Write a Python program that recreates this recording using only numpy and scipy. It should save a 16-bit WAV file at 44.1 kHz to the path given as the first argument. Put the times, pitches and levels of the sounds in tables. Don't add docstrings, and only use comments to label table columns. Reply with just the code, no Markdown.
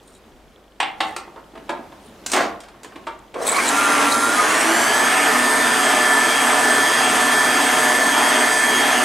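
import sys
import numpy as np
from scipy import signal
from scipy.fft import rfft, irfft, next_fast_len
from scipy.io import wavfile
from scipy.ndimage import uniform_filter1d, map_coordinates

SR = 44100
rng = np.random.default_rng(int(sys.argv[2]) if len(sys.argv) > 2 else 0)


def natural_amplitude(level_db):
    exponent = np.asarray(level_db, float) / 20
    return 10 ** exponent


def file_out(sig):
    cols = np.atleast_2d(sig).T
    lim = np.clip(cols, -1, 1)
    pcm = np.round(lim * 32767).astype(np.int16)
    wavfile.write(sys.argv[1], SR, pcm)


N = 398663
NOW = np.arange(N) / SR
MAINS_HZ = 50
PLANET, WHEEL = 10 / 11, .13
OPPOSITE = np.array([[1], [-1]])


def unit(x):
    return x / np.sqrt(np.mean(x ** 2) + 1e-20)


def along(points, hz):
    f, v = np.transpose(points)
    return np.interp(np.log(hz + 1), np.log(f + 1), v)


def curve(rows):
    s, value = np.transpose(rows)
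    return np.interp(NOW, s, value)


def wobble(rate):
    knots = rng.standard_normal(int(N * rate / SR) + 4)
    return map_coordinates(knots, [np.arange(N) * rate / SR], order=1)


def filtered(x, response):
    m = next_fast_len(x.shape[-1] + 8192)
    return irfft(rfft(x, m) * response(np.fft.rfftfreq(m, 1 / SR)), m)[..., :x.shape[-1]]


def bump(hz, centre, width):
    return np.exp(-((hz - centre) / width) ** 2)


def rush(spectrum, alike, patchy_db):
    z = signal.stft(rng.standard_normal((2, N)), nperseg=512)[2]
    field = uniform_filter1d(rng.standard_normal(z.shape[1:]), 5, 0)
    patches = natural_amplitude(patchy_db * unit(uniform_filter1d(field, 12, 1)))
    pair = signal.istft(z * patches, nperseg=512)[1][:, :N]

    def spread(hz):
        turn = np.arccos(np.clip(along(alike, hz), -1, 1)) / 2
        return natural_amplitude(along([(0.8, -120)] + spectrum, hz)) * [np.cos(turn), np.sin(turn)]

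    mid, side = filtered(pair, spread)
    return unit(np.array([mid + side, mid - side]))


def tone(angle, db, drift_db, rate):
    shift = rng.normal(0, 0.16) * OPPOSITE
    level = natural_amplitude(db + drift_db * wobble(rate))
    return np.sqrt(2) * level * np.sin(angle + rng.uniform(0, 2 * np.pi) + shift)


def humps(rows):
    return sum(natural_amplitude(db) * np.exp(-((NOW - s) / length) ** 2) for s, db, length in rows)


# f/Hz, left-right likeness
ALIKE = [(60, 0.2), (150, 0.99), (380, 0.83), (950, 0.74), (2380, 0.83), (5980, 0.97), (15000, 0.79)]


def swells(rows, spectrum, grain_db, patchy_db):
    return humps(rows) * natural_amplitude(grain_db * wobble(300)) * rush(spectrum, ALIKE, patchy_db)


def ringing(modes, t):
    modes_sum = sum(natural_amplitude(level + rng.normal(0, 1.9) - 60 * t / life) * np.sin(2 * np.pi * hz * t)
                    for hz, level, life in modes)
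    return modes_sum * (1 - np.exp(-t / 0.00075))


# f/Hz, left over right level/dB
LEAN = [(60, 12), (180, -2.5), (550, -0.5), (1650, -1.0), (4970, -1), (15000, 1.5)]


def mixer():
    dial, shaft = spin()
    whole = commutator(dial, shaft) + gears(dial, shaft) + gear_roar(dial, shaft)
    whole = whole + brushes(dial, shaft) + motor_hum(dial)
    whole = whole - 0.34 * facing(dial, 0) * filtered(whole, lambda hz: bump(hz, 2750, 380))
    running = np.clip((NOW - SPEED[0][0]) / .004, 0, 1)
    both = running * np.array([whole, pinion_whine(dial, shaft)])
    return filtered(both, lambda hz: natural_amplitude(along(LEAN, hz) / 2 * OPPOSITE))


# t/s, shaft speed/turns per s
SPEED = [(3.34, 24.3), (3.47, 64.2), (3.54, 73.8), (3.68, 100.9), (3.75, 106.5), (3.82, 107.9),
         (4.01, 105.3), (4.13, 105.1), (4.24, 106.5), (4.47, 112.6), (4.7, 120.6), (4.93, 131.2),
         (5.05, 134.9), (5.16, 137.1), (5.62, 136.7), (5.9, 134.5), (6.95, 135.2), (9.04, 134.95)]


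def spin():
    dial = uniform_filter1d(curve(SPEED), size=SR // 16)
    speed = dial + .17 * facing(dial, .2)
    strain = np.clip(np.gradient(dial) * SR / 30, 0, 3)
    shake = (.0007 + .0026 * strain) * wobble(40)
    return dial, 2 * np.pi * np.cumsum(speed * (1 + shake)) / SR


def facing(dial, share, count=1):
    laps = .01206 * np.cumsum(dial) / SR
    return np.cos(2 * np.pi * count * (laps - laps[8 * SR] - share))


def song(dial):
    return 45 * np.log10(dial / dial[-1])


def swell(dial, db, swing_db, share, count=1):
    return db + swing_db * natural_amplitude(2 * song(dial)) * facing(dial, share, count)


def roar_level(dial, db, knee_db, slope):
    return natural_amplitude(db + slope * np.minimum(0, song(dial) + knee_db))


# f/Hz, level/dB
BODY = [(190, -12), (250, 0), (780, -3), (940, 1), (1090, -6), (1180, -3), (1230, -2), (1600, 0),
        (3800, -2), (4250, -7), (4600, 4), (4860, 0), (5200, -6), (5750, 1), (6480, 0), (7600, -4),
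        (8600, 4), (9700, 0), (10300, 2), (11400, -5), (13000, -11)]


def casing(dial, order):
    return along(BODY, order * dial) - along(BODY, order * dial[-1])


def mains_ripple():
    return np.cos(4 * np.pi * MAINS_HZ * NOW)


# f/Hz, level/dB
PINION_CASE = [(700, -40), (1150, -24), (1300, -12), (1365, 0), (1400, 4), (1445, -5), (1500, -11),
               (1600, -10), (1700, -2.5), (1750, .5), (1785, -1.5)]
# order, level/dB, swing/dB, share of the lap at the loudest
PINION_SIDES = [(12.77, -34, 4, 0.44), (13.18, -38.5, -5, 0.31)]


def pinion_whine(dial, shaft):
    tooth = 13
    depth = 0.2 - 0.033 * np.clip(song(dial), -6, 0)
    runout = 1 + depth * np.cos(WHEEL * shaft + wobble(7.4))
    level = swell(dial, -24.5, 3.8, .98) + along(PINION_CASE, tooth * dial)
    whine = runout * tone(tooth * shaft, level, drift_db=.8, rate=9)
    for order, *row in PINION_SIDES:
        whine = whine + tone(order * shaft, swell(dial, *row) + 0.51 * song(dial), drift_db=2.5, rate=12)
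    return whine


# overtone, level/dB
SPARKS = [(1, -40), (3, -40), (4, -37), (6, -41), (7, -44.5), (8, -49), (9, -68)]
# f/Hz, level/dB
SECOND_CASE = [(1700, -22), (2000, 3), (2300, 4), (2480, -12), (2600, -7), (2850, -7), (3100, .5),
               (3245, 0), (3285, -9)]


def commutator(dial, shaft):
    bars, load_db, ripple = 12, song(dial), mains_ripple()
    sparks = 0
    for k, db in SPARKS:
        level = db + .5 * load_db + 1.5 * np.minimum(0, load_db + 6) + casing(dial, k * bars)
        sparks = sparks + tone(k * bars * shaft, level, drift_db=3, rate=22)
    second = swell(dial, -32, 2.5, .25) + along(SECOND_CASE, 2 * bars * dial)
    sparks = sparks + tone(2 * bars * shaft + .6 * ripple, second, drift_db=1.8, rate=15)
    fifth = swell(dial, -31.5, 1.5, .47, count=2) + 1.7 * load_db
    sparks = sparks + tone(5 * bars * shaft + 0.15 * ripple, fifth, drift_db=1.8, rate=15)
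    uneven = 1 + (.2 - .06 * np.clip(load_db, -6, 0)) * np.cos(shaft)
    return (uneven + .1 * ripple + .2 * np.cos(WHEEL * shaft)) * sparks


# overtone, level/dB, swing/dB, share of the lap at the loudest
MESH = [(2, -39, 3.5, 0.69), (5, -34.5, 3.5, 0.77), (6, -33, 3.5, 0.58), (8, -35, 1, 0.24),
        (10, -36, 4, 0.59), (11, -43, 6, 0.26), (17, -39.5, 3, 0.47), (19, -43, 1.5, .3), (20, -55, 0, .3)]
# order, level/dB
STRAYS = [(2.08, -39), (3.22, -39.5), (3.42, -42.5), (13.48, -41.5), (14.22, -46), (26.12, -43)]
# order, level/dB
SLOW_ORDERS = [(2.73, -34), (5.45, -40), (7.27, -40), (9.09, -36.5), (10, -36), (16.1, -39), (56, -48),
               (64, -48), (68, -49), (83, -48), (88, -47), (92, -50), (95, -50)]


def gears(dial, shaft):
    load_db = song(dial)
    whine = 0
    for k, *row in MESH:
        growth = 2.4 if k < 9 else 0.89
        level = swell(dial, *row) + growth * load_db + casing(dial, k * PLANET)
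        whine = whine + tone(k * PLANET * shaft, level, drift_db=2.2, rate=14)
    for k, db in STRAYS:
        whine = whine + tone(k * shaft, db + 3.7 * load_db + casing(dial, k), drift_db=3.5, rate=14)
    looseness_db = -3 * ((dial - 113) / 11) ** 2
    for k, db in SLOW_ORDERS:
        whine = whine + tone(k * shaft, db + looseness_db, drift_db=4.5, rate=16)
    idler = 11.17
    idler_db = -28.5 - 3 * ((idler * dial - 1215) / 45) ** 2
    return whine + tone(idler * shaft, idler_db, drift_db=6.5, rate=30)


# f/Hz, level/dB per Hz
GEARBOX = [(210, -14.5), (350, -15.5), (442, -5), (552, -19.5), (617, -1.5), (675, -3), (1520, -4),
           (1760, -3.5), (1920, -5), (2830, -13), (3240, -13.5), (3830, -19.5), (5000, -20), (6500, -19.5),
           (11000, -120)]
# f/Hz, level/dB per Hz
HOUSING = [(41, -60), (70, -22), (91, -24), (198, -20.5), (248, 5), (307, -2), (438, -5), (560, -6),
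           (614, -9), (745, -39), (800, -8), (1040, -4), (1760, -120)]
# t/s, level/dB
PRESSURE = [(3.65, -1.5), (3.9, -1), (4.04, 2), (4.12, -3), (4.16, -3), (4.3, -2), (4.4, 1), (4.9, 1.3),
            (9.04, 1)]


def gear_roar(dial, shaft):
    meshing = 1 + 0.12 * np.cos(PLANET * shaft)
    bearing = natural_amplitude(curve(PRESSURE) + 0.35 * wobble(6))
    gearbox = roar_level(dial, -20, knee_db=9.6, slope=1.26) * bearing * rush(GEARBOX, ALIKE, patchy_db=1.68)
    housing = roar_level(dial, -29.5, knee_db=11, slope=1.1) * rush(HOUSING, ALIKE, patchy_db=-0.6)
    return meshing * (gearbox + housing)


# f/Hz, level/dB per Hz
BRUSH = [(1470, -6.5), (2500, -8.5), (2890, -13), (3230, -4.5), (3820, -10.5), (4710, -8), (5210, -11.5),
         (8400, -3), (8870, -3), (13300, -18), (15800, -25)]


def brushes(dial, shaft):
    turn = rng.standard_normal(256)
    chatter = np.interp(shaft / (2 * np.pi) % 1 * 256, np.arange(256), turn, period=256)
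    chatter = filtered(chatter * natural_amplitude(2.8 * wobble(13)),
                       lambda hz: natural_amplitude(along(BRUSH, hz) + 2.7 * bump(hz, 8000, 2500)))
    hiss = (1 + .17 * np.cos(shaft) + .1 * mains_ripple()) * rush(BRUSH, ALIKE, patchy_db=1)
    level = roar_level(dial, -27.5, knee_db=11, slope=1.4) * natural_amplitude(0.11 * song(dial))
    return level * (hiss + natural_amplitude(-6.5) * unit(chatter))


def motor_hum(dial):
    load_db = song(dial)
    level = -59 - np.clip(load_db, -5, 0) + .6 * np.minimum(0, load_db + 8)
    return tone(2 * np.pi * 2 * MAINS_HZ * NOW, level, drift_db=2.5, rate=8)


# f/Hz, level/dB, t60/s
HEAD = [(317, -13, .2), (775, -4, .2), (813, -4, .3), (844, -4, .3), (864, -9, .25), (1087, -6, .12),
        (1159, -9, .14), (1745, -8, .09), (2110, -10, .1), (2300, -8, .07), (3280, -6, .05),
        (3750, -8, .05), (4550, -14, .035)]
# f/Hz, level/dB, t60/s
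CAP = [(7500, -17, .04), (8180, -14, .045), (8450, -18, .03)]
# f/Hz, level/dB, t60/s
BASE = [(345, 1, .12), (660, -2, 0.19), (767, -1.5, 0.11), (918, 4, 0.11), (1068, 0, .12), (1184, -10, .12),
        (1650, -13, 0.055), (1950, -16, .06), (2100, -14, 0.069), (2860, -28, 0.046)]


def knocks():
    out, t = np.zeros(N + SR), np.arange(SR // 3) / SR
    for i, (s, db, *touch) in enumerate(contacts()):
        sound = burst(t, *touch)
        if i < len(RAPS):
            ring_db, cap_db = RAPS[i][-2:]
            sound = 0.56 * sound + natural_amplitude(ring_db) * (ringing(HEAD, t) + natural_amplitude(cap_db) * ringing(CAP, t))
        elif i >= len(RAPS) + len(CLICKS):
            sound = 0.86 * sound + natural_amplitude(-16) * ringing(BASE, t)
        out[round(s * SR):][:len(t)] += natural_amplitude(db) * sound
    return out[:N] + slam()


def burst(t, thud_db, clack_db, tick_db, t60):
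    colour = [(130, thud_db - 10), (300, thud_db + 12.5), (480, 0.33 * thud_db + 1.5), (800, 0.39),
              (1300, -0.48), (3300, clack_db - 3.0), (6200, tick_db - 9.0), (8500, tick_db - 7.5),
              (11000, tick_db - 18.5), (15000, tick_db - 30)]
    noise = filtered(rng.standard_normal(len(t)), lambda hz: natural_amplitude(along(colour, hz)))
    onset = 1 - np.exp(-t / (.0006 + 0.00039 * natural_amplitude(-.6 * tick_db)))
    return natural_amplitude(8.0) * noise * natural_amplitude(-60 * t / np.clip(t60, .01, .4)) * onset


# t/s, peak level/dB, tick/dB, ring/dB, cap/dB (the last three relative)
RAPS = [
    (0.801, -7.5, -11, -13, 10),
    (0.827, -7, -24, -20, 6),
    (1.004, -7.5, -10, -10.5, -6),
]
# t/s, peak level/dB, relative tick/dB, t60/s
CLICKS = [(1.163, -17.5, -1.5, 0.041), (2.262, -23.5, 11, 0.044), (2.298, -30, 6, 0.07),
          (2.316, -24.5, 11.5, 0.091), (2.333, -13, 0, 0.073), (2.362, -27, 10, .05),
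          (2.603, -35, 3, 0.047), (2.634, -37.5, -5, 0.076), (2.684, -33.5, -7, 0.037),
          (2.832, -36.5, 7, 0.041), (2.844, -37, 3.5, 0.051)]
# t/s, peak level/dB, relative thud/dB, relative clack/dB
BUMPS = [(1.274, -29, -1, -27), (1.36, -29.5, -4, -14), (1.373, -24, -16, -25), (1.535, -36, 8, -15),
         (1.553, -25.5, -15, -12), (1.574, -31.5, 7, -6), (1.685, -30, -8, -20), (1.692, -14, -14, -5.5),
         (1.699, -12, -5, -16.5), (1.714, -22, -1, -28), (1.744, -25, -8, -26), (1.791, -28, 5, -27),
         (1.921, -32, -13, -10), (2.742, -34, -16, -18), (2.845, -32.5, 4, -4), (2.921, -34, -17, -8),
         (2.957, -25, -4, -7), (3.068, -16, -15, -9.5), (3.078, -19.5, -13, -12), (3.087, -23.5, -10, -25),
         (3.341, -28, -5, 0), (3.357, -30, -1, -12)]


def contacts():
    raps = [(s, db, -20, 9 + 0.33 * tick, tick, 0.059) for s, db, tick, *_ in RAPS]
    clicks = [(s, db, -10.5, -1 + 0.33 * tick, tick, t60) for s, db, tick, t60 in CLICKS]
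    bumps = [(s, db, thud, clack, clack - 8, 0.054) for s, db, thud, clack in BUMPS]
    return raps + clicks + bumps


# t/s, level/dB
SLAM = [
    (2.33, -27),
    (2.336, -17),
    (2.412, -17),
    (2.47, -31),
]
# f/Hz, level/dB per Hz
SHUDDER = [(59, -60), (100, -25), (304, -9), (337, -8), (558, -9), (748, -3), (849, -10), (1190, -7.5),
           (1770, -13.5), (8000, -31.5), (15000, -48)]


def slam():
    level = natural_amplitude(curve(SLAM) - 2.5 + 2.4 * wobble(120))
    fade = natural_amplitude(-500 * np.clip(NOW - SLAM[-1][0], 0, 1))
    return level * (NOW > SLAM[0][0]) * fade * rush(SHUDDER, ALIKE, patchy_db=1.5)[0]


# t/s, level/dB, length/s
SCRAPES = [(.04, -59, .02), (0.092, -55, .025), (0.152, -54, 0.027), (1.08, -50, .05), (2.065, -58, 0.049),
           (3.191, -53, .0025), (3.428, -32, 0.01), (3.483, -20, 0.02), (3.526, -22.5, 0.0091),
           (3.568, -23, 0.0086), (3.678, -21, 0.027), (3.776, -25, 0.016), (3.85, -32, .015),
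           (4.02, -29, .012), (4.13, -23, 0.022), (4.61, -29, .022)]
# f/Hz, level/dB per Hz
SUGAR = [(2600, -32), (4000, -5), (5000, -11.5), (6500, -9.5), (8300, -1), (9500, -7), (12000, -22),
         (15500, -29)]
# t/s, level/dB, length/s
BUZZ = [
    (3.37, -44, 0.027),
    (3.49, -25.5, 0.027),
    (3.535, -32, 0.013),
    (3.585, -20.5, .035),
    (3.99, -29, 0.046),
]
# f/Hz, level/dB per Hz
PANEL = [(850, -26), (1090, 2), (1350, -20), (1900, -17), (2200, -3), (2450, -8), (3000, -28), (5000, -87)]
# t/s, level/dB, length/s
GROWL = [
    (3.36, -28.5, 0.014),
    (3.41, -28, 0.035),
    (3.47, -27, 0.039),
    (3.53, -28.5, .025),
]
# f/Hz, level/dB per Hz
FRAME = [(200, -22), (360, -10), (470, -2), (640, -2), (800, -13), (1150, -10), (1450, -22), (3000, -70)]


def sugar():
    crunch = swells(SCRAPES, SUGAR, grain_db=4.0, patchy_db=5.5)
    buzz = swells(BUZZ, PANEL, grain_db=4, patchy_db=4.0)
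    return crunch + buzz + swells(GROWL, FRAME, grain_db=2.5, patchy_db=0.5)


# f/Hz, t60/s
KITCHEN = [(200, 0.5), (1000, 0.48), (4000, 0.3), (10000, 0.17)]


def kitchen(x, step):
    out = np.zeros((2, 2 * N + SR))
    for start in range(0, len(x), step):
        hz, t, z = signal.stft(rng.standard_normal((3, SR // 2)), SR, nperseg=256)
        tail = signal.istft(z * natural_amplitude(-60 * t / along(KITCHEN, hz)[:, None]), SR, nperseg=256)[1]
        tail = tail[0] + 0.51 * tail[1:]
        wet = signal.fftconvolve(x[None, start:start + step], tail / np.linalg.norm(tail[0]), axes=1)
        out[:, start + 200:][:, :wet.shape[1]] += wet
    return out[:, :N]


# t/s, level/dB, length/s
HANDS = [(0.05, -57, 0.18), (0.88, -49, 0.036), (1.08, -39, 0.074), (1.6, -51, 0.58), (2.15, -46.5, 0.28),
         (2.43, -39, 0.12), (2.95, -48, 0.19), (3.4, -51, 0.25)]
# f/Hz, level/dB per Hz
AIR = [(44, -43), (75, -5.5), (117, -15), (134, -6.5), (154, -7.5), (172, -14), (201, -3), (321, -6.5),
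       (481, -7.5), (2470, -22.5), (3160, -24), (14500, -38), (15800, -43)]
# f/Hz, left-right likeness
AIR_ALIKE = [(60, 0.93), (240, 1), (950, 0.88), (3770, 0.64), (15000, 0.8)]
# f/Hz, level/dB per Hz
RUMBLE = [(20, 4), (60, -7), (100, -25), (300, -90)]


def room_tone():
    air = (natural_amplitude(-46) + humps(HANDS)) * natural_amplitude(wobble(7.16) - 5.0) * rush(AIR, AIR_ALIKE, patchy_db=1.0)
    hum = natural_amplitude([[-56.5], [-58]] + 3 * wobble(7)) * np.sin(2 * np.pi * MAINS_HZ * NOW)
    rumble = natural_amplitude(-65 + 4 * wobble(6)) * rush(RUMBLE, [(30, .2)], patchy_db=2)
    return air + focus_tick() + hum + rumble


def focus_tick():
    since = (NOW - .0012) % .04
    strong = np.where((NOW - .0012) % .08 < .04, 1, .45)
    tick = strong * natural_amplitude(-60 * since / .012) * rng.standard_normal(N)
    return natural_amplitude(-67) * unit(filtered(tick, lambda hz: bump(hz, 3300, 650)))


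def scene():
    hits = filtered(knocks(), lambda hz: hz ** 4 / (hz ** 4 + 170 ** 4))
    motor, pinion = mixer()
    echoes = natural_amplitude(-4.0) * kitchen(hits[:4 * SR], SR // 3)
    standing = natural_amplitude(-14) * kitchen(motor.mean(0), N)
    machine = natural_amplitude(-0.12) * (motor + pinion + standing)
    return (hits + echoes) * natural_amplitude([[-.4], [.4]]) + machine + sugar() + room_tone()


def low_pass(x):
    return signal.sosfilt(signal.butter(12, 15800, fs=SR, output="sos"), x)


def record(dry):
    dry = dry / (1 + np.abs(dry / .72) ** 5) ** (1 / 5)
    dry = filtered(dry, lambda hz: (hz < 15850) * hz / (hz + 5))
    mid = (dry[0] + dry[1]) / 2
    side = filtered((dry[0] - dry[1]) / 2, lambda hz: 1 / (1 + (hz / 11800) ** 8))
    return low_pass(np.array([mid + side, mid - side]))


dry = scene()
out = record(dry)
file_out(out)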